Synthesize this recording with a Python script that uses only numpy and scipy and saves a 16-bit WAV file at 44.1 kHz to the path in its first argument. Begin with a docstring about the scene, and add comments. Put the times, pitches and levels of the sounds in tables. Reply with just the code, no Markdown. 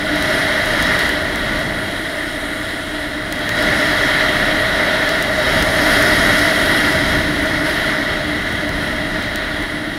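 """A longboard rolls on rough asphalt, heard by a small camera: stones shake wheels, deck and trucks (shaped noise)
while wind rumbles. The roar swells in the first half second and sinks by 3 s; a second board hisses past at 2.6 s.
The roar leaps at 3.6 s, grit peaks near 6 s, the roar jumps again at 7.7 s, then sinks to the end.
Throughout, the camera adds self-noise, whistles, a frame-rate buzz and ticks at its buffer seams."""
import sys
import numpy as np
from scipy import signal
from scipy.fft import rfft, irfft, next_fast_len
from scipy.io import wavfile
from scipy.ndimage import uniform_filter1d, map_coordinates

SR = 44100
rng = np.random.default_rng(int(sys.argv[2]) if len(sys.argv) > 2 else 0)


def file_out(sig):
    """Save sig as 16-bit WAV at sys.argv[1]."""
    # one column per channel
    cols = np.atleast_2d(sig).T
    # limit, then scale
    lim = np.clip(cols, -1, 1)
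    pcm = np.round(lim * 32767).astype(np.int16)
    wavfile.write(sys.argv[1], SR, pcm)


N = 440118

# rolling levels before the fine wobble: (time [s], wheel roar [dB], grit [dB], airy hiss [dB])
RIDE_LEVELS = [(0, -24, -41, -45), (.16, -20, -38, -42), (.33, -17.5, -33.5, -39), (.5, -18, -36, -41),
               (1.05, -18, -34, -40), (1.25, -21.5, -39.5, -43.5), (1.6, -21, -40, -44.5),
               (1.75, -23.5, -42.5, -43.5), (2.6, -25.5, -44.5, -44.5), (3.25, -26.5, -44.5, -47.5),
               (3.56, -21, -39, -42.5), (3.575, -19, -35, -40), (3.68, -16, -33, -39.5),
               (3.85, -17, -32.5, -39), (4.2, -16, -35, -40), (4.7, -18.5, -37.5, -42),
               (5.15, -17.5, -35, -41), (5.3, -20.5, -36.5, -42), (5.5, -17.5, -34, -39.5),
               (5.85, -16, -30, -35.5), (6.45, -15.5, -29.5, -35.5), (6.55, -18, -33, -36),
               (6.75, -17.5, -33.5, -37.5), (7.05, -18.5, -33.5, -40), (7.35, -20, -37.5, -42),
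               (7.63, -22, -38, -43), (7.67, -18, -33.5, -37.5), (7.85, -19.5, -38, -41.5),
               (8.06, -21.5, -40, -45.5), (9.1, -24.5, -42.5, -46), (9.2, -23, -41, -46.5),
               (9.4, -24, -45, -48.5), (9.98, -26, -45, -47)]
# low levels: (time [s], deck hum [dB], truck drone [dB], wind [dB])
LOW_LEVELS = [(0, -25.5, -26, -27.5), (.44, -30.5, -24.5, -26), (1.66, -29.5, -27, -28),
              (2.36, -27.5, -32, -32), (2.67, -30.5, -32, -33.5), (3.14, -29.5, -32.5, -32),
              (3.55, -32.5, -28.5, -28), (3.6, -27, -23, -25), (4.1, -29.5, -23.5, -26),
              (5.09, -29.5, -23, -28), (5.4, -36, -23.5, -26), (6, -24, -20.5, -21.5),
              (6.75, -24.5, -24, -23.5), (7.5, -25.5, -26.5, -25.5), (8.26, -32, -28.5, -27),
              (8.84, -28.5, -29.5, -26), (9.5, -31.5, -31, -29), (9.98, -27, -33.5, -30)]
# resonances excited by the road: (centre [Hz], width [Hz], relative level [dB])
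HUM_MODES = [(297.5, 25, 6)]
DRONE_MODES = [(621.6, 36.6, -1.5), (680, 23, -8)]
ROAR_MODES = [(386, 55, -8), (518, 104, -14), (828, 260, -15), (962.5, 48, -12.5), (1195, 195, -12.5),
              (1454, 180, -4.5), (1722, 107, -4), (1865, 113, -2), (1973, 145, -1.5), (2146, 99, -8.5)]
RASP_MODES = [(2874, 420, -4), (3270, 260, 2), (3840, 264, 0.5), (4200, 400, -7)]
GRIT_MODES = [(4660, 1200, 0), (5280, 890, 0.5), (6600, 1200, -8.5)]
HISS_MODES = [(8930, 770, 1), (9880, 770, 5), (11270, 1300, 3), (12900, 500, -6), (13900, 800, -10),
              (15000, 810, -10)]
# bands of the second board's hiss: (centre [Hz], width [Hz], relative level [dB])
FAR_HISS_MODES = [(7000, 600, 2), (8550, 600, 5), (9800, 600, -1), (11200, 900, -12)]
# wind spectrum: (frequency [Hz], relative density [dB per Hz])
WIND_SPECTRUM = [(15, -18), (30, 4), (100, 2), (250, 3), (500, -14), (1000, -15.5), (2500, -26),
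                 (6000, -75)]
# steady clock leakage: (frequency [Hz], level [dB rms])
WHISTLE_TONES = [(10000, -59), (15306, -58), (15336, -71), (15366, -75)]
# loud seam ticks: (time [s], jump before clipping [dB], direction [sign], width [samples])
LOUD_TICKS = [(.159, -11, 1, 2), (.2257, -7, -1, 2), (.659, -10, -1, 2), (.8257, -1, 1, 2),
              (.9924, -4, -1, 2), (1.0924, -6, 1, 2), (1.359, -8, 1, 2), (3.3257, -3.5, 1, 2),
              (3.4924, -1, 1, 4), (3.5924, -21, 1, 2), (4.2924, -10, -1, 4), (5.0924, -4, -1, 4),
              (5.2257, -3, 1, 2), (5.4924, -13, -1, 2), (5.6257, 2, -1, 4), (6.0257, -5, -1, 2),
              (6.3924, -5, -1, 2), (6.9257, -10, -1, 2), (7.459, -13, -1, 2), (8.6924, -10, -1, 4),
              (9.2257, -12, -1, 4), (9.359, -5, 1, 2), (9.6257, -16, -1, 2)]

RASP_OVER_ROAR_DB, RASP_SWING_DB_PER_DB = -8, 0.88  # swing: per dB of the roar's
AIRY_OVER_HISS_DB, AIRY_SWING_DB_PER_DB = -4, 1.3  # upper hiss bands against the lower
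SELF_NOISE_DB = -57  # before the band limit
FRAME_HZ, FIRST_SEAM_S = 30, .0257
STALE_SHARE, STALE_CHANCE = 0.58, 0.18  # faint ticks: share of old signal, chance at a seam
ABREAST_S, NEAREST_DB = 2.57, -47  # second board
APPROACH_S, LEAVE_S = 0.97, 0.65  # time to gain one nearest distance
TOP_HZ = 15780


def amp(db):
    """Gain of a dB value."""
    return 10 ** (np.asarray(db) / 20)


def unit(x):
    """x at rms 1."""
    return x / np.sqrt(np.mean(x ** 2))


def curves(rows):
    """One value per sample for each column after the time."""
    time_s, *columns = np.transpose(rows)
    return [np.interp(np.arange(N) / SR, time_s, column) for column in columns]


def wobble(knots_hz):
    """Smooth random curve through knots_hz knots a second."""
    knots = rng.standard_normal(int(N * knots_hz / SR) + 4)
    return map_coordinates(knots, [np.arange(N) * knots_hz / SR])


def swung(level_db, offset_db, swing):
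    """Level curve with its mean offset and its swing about the mean scaled."""
    mean_db = level_db.mean()
    return mean_db + offset_db + swing * (level_db - mean_db)


def filtered(x, response):
    """x times a response of frequency."""
    m = next_fast_len(N + 8192)
    return irfft(rfft(x, m) * response(np.fft.rfftfreq(m, 1 / SR)), m)[:N]


def ringing(modes, steep):
    """Gain of unrelated resonances whose powers add; steep darkens the flanks."""
    def resonance_power(f, centre_hz, width_hz):
        damping = (f * width_hz) ** 2
        return damping / ((centre_hz ** 2 - f * f) ** 2 + damping)

    def gain(f):
        return np.sqrt(sum(amp(db) ** 2 * resonance_power(f, hz, width_hz) ** steep
                           for hz, width_hz, db in modes))
    return gain


def road(modes, steep, bumpy_db, patchy_db=0):
    """Countless stones: noise swelling with the surface, in time-frequency patches, ringing in the modes."""
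    spectrum = signal.stft(rng.standard_normal(N), nperseg=512)[2]
    patches = uniform_filter1d(rng.standard_normal(spectrum.shape), size=8, axis=0)  # over frequency
    patches = uniform_filter1d(patches, size=14, axis=1)  # over time
    stones = signal.istft(spectrum * amp(patchy_db * unit(patches)), nperseg=512)[1][:N]
    bumps = amp(bumpy_db * (wobble(13) + wobble(60)))
    return unit(filtered(stones * bumps, ringing(modes, steep)))


def deck_hum(hum_db):
    """Low resonance of the deck, driven by the road."""
    return amp(hum_db) * road(HUM_MODES, steep=1.38, bumpy_db=-0.2)


def truck_drone(drone_db):
    """Resonances of the trucks, driven by the road."""
    return amp(drone_db) * road(DRONE_MODES, steep=1.0, bumpy_db=0.16)


def wheel_roar(roar_db):
    """Shaken wheels ringing through deck and trucks."""
    return amp(roar_db) * road(ROAR_MODES, steep=1.386, bumpy_db=0.37, patchy_db=0.1)


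def wheel_rasp(roar_db):
    """Higher road-driven resonances that follow the roar with less swing."""
    rasp_db = swung(roar_db, RASP_OVER_ROAR_DB, RASP_SWING_DB_PER_DB)
    return amp(rasp_db) * road(RASP_MODES, steep=1.34, bumpy_db=0.46, patchy_db=0.4)


def grit_noise(grit_db):
    """Grit under the wheels: patchy noise in bands above the rasp."""
    return amp(grit_db) * road(GRIT_MODES, steep=1.86, bumpy_db=0.27, patchy_db=1.2)


def airy_hiss(hiss_db):
    """Top rolling noise in two groups of bands; the upper swings more."""
    airy_db = swung(hiss_db, AIRY_OVER_HISS_DB, AIRY_SWING_DB_PER_DB)
    lower = amp(hiss_db) * road(HISS_MODES[:2], steep=1.2, bumpy_db=0.66, patchy_db=0.3)
    upper = amp(airy_db) * road(HISS_MODES[2:], steep=1.6, bumpy_db=0.7, patchy_db=0.3)
    return lower + upper


def board():
    """Rolling board: all road-driven layers; roar, rasp, grit and hiss share one wobble."""
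    roar_db, grit_db, hiss_db = curves(RIDE_LEVELS) + 0.61 * wobble(7)
    hum_db, drone_db, _ = curves(LOW_LEVELS)
    low = deck_hum(hum_db) + truck_drone(drone_db)
    middle = wheel_roar(roar_db) + wheel_rasp(roar_db)
    return low + middle + grit_noise(grit_db) + airy_hiss(hiss_db)


def wind():
    """Turbulence at the microphone port: a broad, gusty rumble."""
    hz, db = np.transpose(WIND_SPECTRUM)
    air = filtered(rng.standard_normal(N), lambda f: amp(np.interp(np.log(f + 1), np.log(hz), db)))
    gusts = amp(1.3 * wobble(4.9))
    return amp(curves(LOW_LEVELS)[2]) * unit(air * gusts)


def frame_buzz():
    """The supply sags once a frame, holds, then recovers exponentially."""
    hold_s, recovery_s = .0045, .0025
    since_s = (np.arange(N) / SR - FIRST_SEAM_S - .0135) % (1 / FRAME_HZ)
    sag = np.where(since_s < hold_s, 1, np.exp(-(since_s - hold_s) / recovery_s))
    return -amp(-31 + 3 * wobble(4)) * uniform_filter1d(sag - sag.mean(), size=40)


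def whistles():
    """Clocks leak in as steady sines."""
    t_s = np.arange(N) / SR
    return sum(amp(db) * np.sqrt(2) * np.sin(2 * np.pi * hz * t_s) for hz, db in WHISTLE_TONES)


def electronics():
    """Buzz and whistles over white self-noise."""
    return frame_buzz() + amp(SELF_NOISE_DB) * rng.standard_normal(N) + whistles()


def seams(x):
    """Buffer seams: at random ones two samples are partly a frame old; at listed ones samples jump."""
    out = x.copy()
    frame, first = round(SR / FRAME_HZ), round(FIRST_SEAM_S * SR)
    at = np.arange(first + frame, N - frame, frame)
    at = at[rng.random(len(at)) < STALE_CHANCE][:, None] + np.arange(2)
    out[at] += STALE_SHARE * (x[at - frame] - x[at])
    for time_s, db, direction, samples in LOUD_TICKS:
        width = round(samples)
        seam = first + frame * round((time_s - FIRST_SEAM_S) * FRAME_HZ)
        start = seam + 1 - width // 2
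        out[start:start + width] += np.sign(direction) * amp(db)
    return np.clip(out, -.7, .7)  # the converter's range


def passer():
    """The overtaking board: a thin hiss that falls with the square of its distance."""
    since_s = np.arange(N) / SR - ABREAST_S
    ahead = since_s / np.where(since_s < 0, APPROACH_S, LEAVE_S)  # in nearest distances
    hiss = road(FAR_HISS_MODES, steep=1.3, bumpy_db=0.4, patchy_db=0.4)
    return amp(NEAREST_DB) / (1 + ahead ** 2) * hiss


def scene():
    """Both boards and the wind at one microphone."""
    return (board() + wind() + passer())[None]


def record(dry):
    """Electronics leak in, the loudest peaks clip softly, seams tick, a band limit cuts the top."""
    x = dry[0] + electronics()
    x = x / (1 + abs(x / .74) ** 12) ** (1 / 12)
    return filtered(seams(x), lambda hz: hz < TOP_HZ)[None]


dry = scene()
out = record(dry)
file_out(out)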